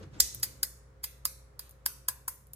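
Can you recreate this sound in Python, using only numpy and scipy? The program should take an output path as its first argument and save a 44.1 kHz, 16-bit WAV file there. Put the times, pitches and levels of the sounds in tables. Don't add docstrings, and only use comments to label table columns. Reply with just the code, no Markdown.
import sys
import numpy as np
from scipy import signal
from scipy.fft import rfft, irfft
from scipy.io import wavfile

SR = 44100
rng = np.random.default_rng(int(sys.argv[2]) if len(sys.argv) > 2 else 0)


def store_pcm(level_fs):
    pcm = np.round(np.clip(level_fs, -1, 1) * 32767).astype(np.int16)
    wavfile.write(sys.argv[1], SR, np.atleast_2d(pcm).T)


N = 112455

# (time [s], crunch and snap level [dB], build-up [ms], fade [ms], snap over crunch [dB],
# hard clack tone [dB], hollow mids tone [dB], knock pitch [Hz], knock level [dB],
# second knock pitch [Hz], second knock level [dB], extra shell level into the room [dB], left over right [dB])
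TAP_TABLE = [(0.2031, 12, 1, 3.2, -6, 6, -4, 1955, -7.5, 1470, -19.5, 0.5, -0.5),
             (0.4319, 2.5, 2.6, 7.1, -12, -1, 2, 1940, -12.5, 551, -29, -1, 0),
             (0.6317, 3.5, 1.4, 3.7, 2, -0.5, 0, 1596, -21, 1985, -20, -1.5, -0.5),
             (1.041, -4.5, 4, 7, -5.5, -3.5, 6, 1020, -28.5, 1976, -25, 2.5, -0.5),
             (1.2540, 2, 1.54, 1.95, -3.5, -0.5, -3, 1085, -17, 1240, -16.5, 0.5, -0.5),
             (1.5938, -12, 1.2, 3.6, -9, -3.5, 8.5, 1035, -32.5, 1490, -33.5, 3.5, 0),
             (1.8625, 2.5, 2.26, 1.04, -4.5, -4, -1, 950, -18.5, 1580, -15.5, 1, 0),
             (2.0861, 2.5, 1.9, 2.25, -4.5, -3.5, -5, 1009, -13, 1666, -15, -3, 0),
             (2.2804, -3.5, 1.4, 8.3, -6, -5, -14, 1020, -16.5, 1370, -23, 3, .5)]
# (frequency [Hz], likeness [0-1])
ECHO_MATCH = [(300, 0.9), (1500, 0.2), (9000, 0), (12000, 0.91), (13500, 0.2), (15300, 0.97)]


def undb(db):
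    return 10 ** (np.asarray(db) / 20)


def curve(points, hz):
    p = np.array(points, float)
    return np.interp(np.log(np.maximum(hz, 1)), np.log(p[:, 0]), p[:, 1])


def gain_over_time(t, points):
    return undb(np.interp(t, *np.array(points).T))


def freqs(size):
    return np.fft.rfftfreq(size, 1 / SR)


def unit(x):
    return x / np.sqrt(np.sum(x ** 2, axis=-1, keepdims=True))


def fall(t, t60):
    return np.exp(-np.log(1000) * t / t60)


def centred_time(size):
    return (np.arange(size) - size // 2) / SR


def colour(x, gain):
    size = x.shape[-1]
    pattern = irfft(np.log(gain), size)
    pattern[1:size // 2] *= 2
    pattern[size // 2 + 1:] = 0
    return irfft(rfft(x) * np.exp(rfft(pattern)), size)


def pair(size, likeness):
    alike = np.clip(curve(likeness, freqs(size)), 0, .995)
    mid, side = rfft(rng.standard_normal((2, size)))
    left_right_sign = np.array([[1], [-1]])
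    return irfft(mid * np.sqrt(1 + alike) + side * np.sqrt(1 - alike) * left_right_sign, size)


def add(out, x, at, pan_db=0):
    start = int(at * SR) - len(x) // 2
    lo, hi = max(start, 0), min(start + len(x), N)
    sides = undb(np.array([[pan_db], [-pan_db]]) / 2)
    out[:, lo:hi] += x[lo - start:hi - start] * sides


def ring(t, hz, t60):
    u = np.maximum(t, 0)
    return unit(u * np.sin(2 * np.pi * hz * u) * fall(u, t60))


def fractures(t, rise_ms, fade_ms, evenness):
    per_second, spread_db = 5000, 5
    hit = rng.random(len(t)) < per_second / SR
    size = rng.choice([-1, 1], len(t)) * undb(spread_db * rng.uniform(-1, 1, len(t)))
    ms = t * 1000
    shape = np.exp(-np.abs(ms / np.where(t < 0, rise_ms, fade_ms)) ** 1.3 / 2)
    burst = rfft(hit * size * shape)
    flatter = irfft(burst / (np.abs(burst) + 1e-9) ** evenness, len(t))
    return shape * flatter


def snap(t):
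    rise_ms, fade_ms = .1, .3
    ms = t * 1000
    shape = np.exp(-np.abs(ms) / np.where(t < 0, rise_ms, fade_ms))
    burst = rfft(rng.standard_normal(len(t)) * shape)
    return unit(irfft(burst / (np.abs(burst) + 1e-9), len(t)))


def crunches(shell_tone, evenness, to_room=False, size=8192):
    # (frequency [Hz], share of the tap's clack tone)
    clack_share = [(900, -1), (2000, -0.87), (4000, 0.46), (6800, 0.7), (9000, -0.32), (13000, -0.47)]
    # (frequency [Hz], share of the tap's mids tone)
    mids_share = [(1500, 0), (2800, 0.5), (4300, 0.53), (6000, 0)]
    out, t, f = np.zeros((2, N)), centred_time(size), freqs(size)
    for at, db, rise, fade, snap_db, clack_db, mids_db, *_, room_db, pan_db in TAP_TABLE:
        tone_db = curve(shell_tone, f) + clack_db * curve(clack_share, f) + mids_db * curve(mids_share, f)
        crack = unit(fractures(t, rise, fade, evenness)) + undb(snap_db) * snap(t)
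        level = undb(db + to_room * room_db)
        add(out, level * unit(colour(crack, undb(tone_db))), at, pan_db)
    return out


def knocks(size=4096):
    lead_s, t60_s = .0012, .013
    out, t = np.zeros((2, N)), centred_time(size) + lead_s
    for at, *_, hz, knock_db, second_hz, second_db, _, pan_db in TAP_TABLE:
        first = undb(knock_db) * ring(t, hz, t60_s)
        second = undb(second_db) * ring(t, second_hz, t60_s)
        add(out, first + second, at, pan_db)
    return out


def soft_bursts(events, tone, rise_ms, evenness, size=8192):
    out, t = np.zeros((2, N)), centred_time(size)
    gain = undb(curve(tone, freqs(size)))
    for at, db, fade in events:
        burst = fractures(t, rise_ms, fade, evenness)
        add(out, undb(db) * unit(colour(burst, gain)), at)
    return out


def wet_ticks(evenness):
    # (time [s], level [dB], fade [ms])
    tick_events = [(0.3476, -12.5, 1.1), (.3990, -25.5, 2.2), (1.6941, -28.5, 2.6), (1.7100, -29, 3.6),
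                   (2.4700, -36.5, 0.68), (2.5347, -17.5, 0.84)]
    # (frequency [Hz], relative level [dB])
    tick_tone = [(300, -30), (3000, -23.5), (5000, -16), (9000, -6), (11000, -3.5), (12600, 0.5),
                 (14500, -2), (17000, -56)]
    return soft_bursts(tick_events, tick_tone, rise_ms=1, evenness=evenness)


def finger_rubs(evenness):
    # (time [s], level [dB], fade [ms])
    rub_events = [(0.035, -30.5, 4.9), (0.142, -30, 41), (1.659, -37.5, 31)]
    # (frequency [Hz], relative level [dB])
    rub_tone = [(300, -14), (1500, 5), (3000, 3.5), (5000, 2), (8500, -7.5), (12000, -25), (17000, -29.5)]
    return soft_bursts(rub_events, rub_tone, rise_ms=8.2, evenness=evenness)


def shells(shell_tone, evenness, to_room=False):
    return crunches(shell_tone, evenness, to_room) + wet_ticks(evenness) + finger_rubs(evenness)


def thuds(t):
    # (time [s], pitch [Hz], level [dB])
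    thud_events = [(0.214, 62.1, -15.5), (2.085, 71.5, -22.5)]
    return sum(undb(db) * ring(t - at, hz, t60=.11) for at, hz, db in thud_events)


def sink_echo(t):
    gap_s, t60_s, level_db = .002, .07, -7.5
    noise = pair(len(t), ECHO_MATCH)
    return undb(level_db) * unit(noise * fall(t, t60_s) * (t > gap_s))


def bowl_ring(t):
    # (pitch [Hz], level [dB], time to fall 60 dB [s])
    bowl_modes = [(1100, -40, 0.2), (5400, -37, 0.14), (6400, -35, 0.25), (7200, -38, 0.15),
                  (7960, -43, 0.2), (9800, -39, 0.1), (12700, -33, 0.06)]
    out = 0
    for hz, db, t60 in bowl_modes:
        wave = np.sin(2 * np.pi * (hz * t + rng.random((2, 1))))
        out = out + undb(db) * unit(wave * fall(t, t60))
    return out


def room_tail(t):
    # (frequency [Hz], time to fall 60 dB [s])
    room_fade = [(500, 0.58), (2000, 0.51), (6000, 0.48), (10000, 0.39), (15000, 0.21)]
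    build_s, level_db = .004, -12.5
    size = len(t)
    f, noise, tail = freqs(size), rfft(pair(size, ECHO_MATCH)), 0
    edges_hz = [1, 700, 1500, 3000, 5000, 8000, 11000, 14000, 23000]
    for lo, hi in zip(edges_hz, edges_hz[1:]):
        band = irfft(noise * ((f >= lo) & (f < hi)), size)
        tail = tail + band * fall(t, curve(room_fade, np.sqrt(lo * hi)))
    return undb(level_db) * unit(tail * (1 - np.exp(-t / build_s)))


def kitchen(to_phone, to_sink, to_room, size=32768):
    t = np.arange(size) / SR

    def through(x, response):
        return signal.fftconvolve(x, response, axes=1)[:, :N]

    near = through(to_sink, sink_echo(t) + bowl_ring(t))
    return to_phone + near + through(to_room, room_tail(t))


def ports(x):
    lag_s, lag_starts_hz, lag_full_hz = .000295, 1386, 2035
    f = freqs(N)
    lag = lag_s * np.interp(f, (lag_starts_hz, lag_full_hz), [0, 1])
    left = irfft(rfft(x[0]) * np.exp(-2j * np.pi * f * lag), N)
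    return np.array([left, x[1]])


def rush(tone):
    # (frequency [Hz], likeness [0-1])
    noise_match = [(120, 0.85), (300, 0.5), (1000, 0), (4000, .05)]
    spectrum = rfft(pair(N, noise_match)) * undb(curve(tone, freqs(N)))
    return np.sqrt(N) * unit(irfft(spectrum, N))


def water(t):
    # (frequency [Hz], relative level [dB])
    wash_tone = [(60, -7), (120, 0.5), (250, 0), (480, -5), (700, -12), (1500, -14), (2500, -21.5),
                 (6000, -27.5), (12000, -38.5), (17000, -53.5)]
    slosh_tone = [(30, -27.5), (70, 14), (125, 15), (180, 1), (400, -20.5), (2000, -114)]
    # (time [s], level [dB])
    wash_level = [(0, -52), (0.038, -51), (0.1, -63.5), (.145, -55), (0.19, -51), (.3, -64), (.5, -61.5),
                  (.9, -71.5)]
    slosh_level = [(0, -55), (.15, -55), (.24, -65), (.32, -58), (.38, -54), (.45, -56), (.7, -67)]
    # (time [s], pitch [Hz], level [dB], time to fall 60 dB [s])
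    gulp_events = [(.002, 439, -26, .06), (.006, 527, -24.5, 0.075), (.008, 200, -21.5, 0.053),
                   (.012, 93.1, -14, 0.13), (.025, 315.6, -22.5, 0.069), (0.063, 142, -19.5, 0.056),
                   (0.117, 131.8, -20, .1), (.165, 290, -26, 0.034), (0.353, 121, -16.5, 0.11),
                   (2.495, 131, -27, 0.12)]
    wash = rush(wash_tone) * gain_over_time(t, wash_level)
    slosh = rush(slosh_tone) * gain_over_time(t, slosh_level)
    gulps = sum(undb(db) * ring(t - at, hz, t60) for at, hz, db, t60 in gulp_events)
    return wash + slosh + gulps


def waver(t):
    step_s = .1
    knots = np.arange(0, t[-1] + step_s, step_s)
    return np.interp(t, knots, rng.standard_normal(len(knots)))


def appliance(t):
    # (pitch [Hz], rms level before waver and easing [dB])
    hum_tones = [(59.2, -57), (89, -75.5), (129.4, -64.5), (414.5, -76.5), (532.9, -72)]
    # (time [s], level [dB])
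    hum_level = [(0, 0), (2.1, -2), (2.3, -4.5)]
    waver_db, hum = 1.3, 0
    for hz, db in hum_tones:
        loudness = np.sqrt(2) * undb(db + waver_db * waver(t))
        hum = hum + loudness * np.sin(2 * np.pi * (hz * t + rng.random()))
    return gain_over_time(t, hum_level) * hum


def room_air(t):
    # (frequency [Hz], relative level [dB])
    air_tone = [(20, 6), (40, 10.5), (58, 27.5), (75, 11.5), (100, 13.5), (130, 14), (170, 5.5), (300, 5),
                (500, 12), (750, 3.5), (1100, 6.5), (2000, -1), (2800, -11.5), (6000, -14), (14000, -22),
                (17000, -25)]
    # (time [s], rms level [dB])
    air_level = [(0, -64.5), (1.9, -64), (2.4, -67.5)]
    return gain_over_time(t, air_level) * rush(air_tone)


def scene():
    # (frequency [Hz], relative level [dB])
    shell_tone = [(200, -22.5), (600, -25), (1200, -16), (2000, -8), (2800, -16.5), (4200, -7), (4900, 6),
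                  (5700, -8), (6600, -3.5), (8000, 0), (10500, -0.5), (12100, -2), (12900, 3), (14000, -2),
                  (15300, -7), (17000, -23.5)]
    # (frequency [Hz], relative level [dB])
    spread_tone = [(200, -24), (1000, -14), (2000, -7.5), (3000, -10), (5000, -2), (7000, -2.5),
                   (10500, -0.5), (12100, 1), (13200, 5.5), (14300, 3), (15300, -16), (17000, -30)]
    t, body = np.arange(N) / SR, knocks()
    to_phone = shells(shell_tone, evenness=.2) + body
    to_sink = shells(shell_tone, evenness=.6) + undb(-3) * body
    to_room = shells(spread_tone, evenness=.9, to_room=True) + undb(-6) * body
    eggs = ports(kitchen(to_phone, to_sink, to_room))
    return eggs + thuds(t) + water(t) + appliance(t) + room_air(t)


def record(dry):
    ceiling, top_hz = .75, 16300
    rounded = ceiling * np.tanh(dry / ceiling)
    treble_cut = signal.ellip(8, .2, 70, top_hz, fs=SR, output="sos")
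    return signal.sosfilt(treble_cut, rounded)


dry = scene()
out = record(dry)
store_pcm(out)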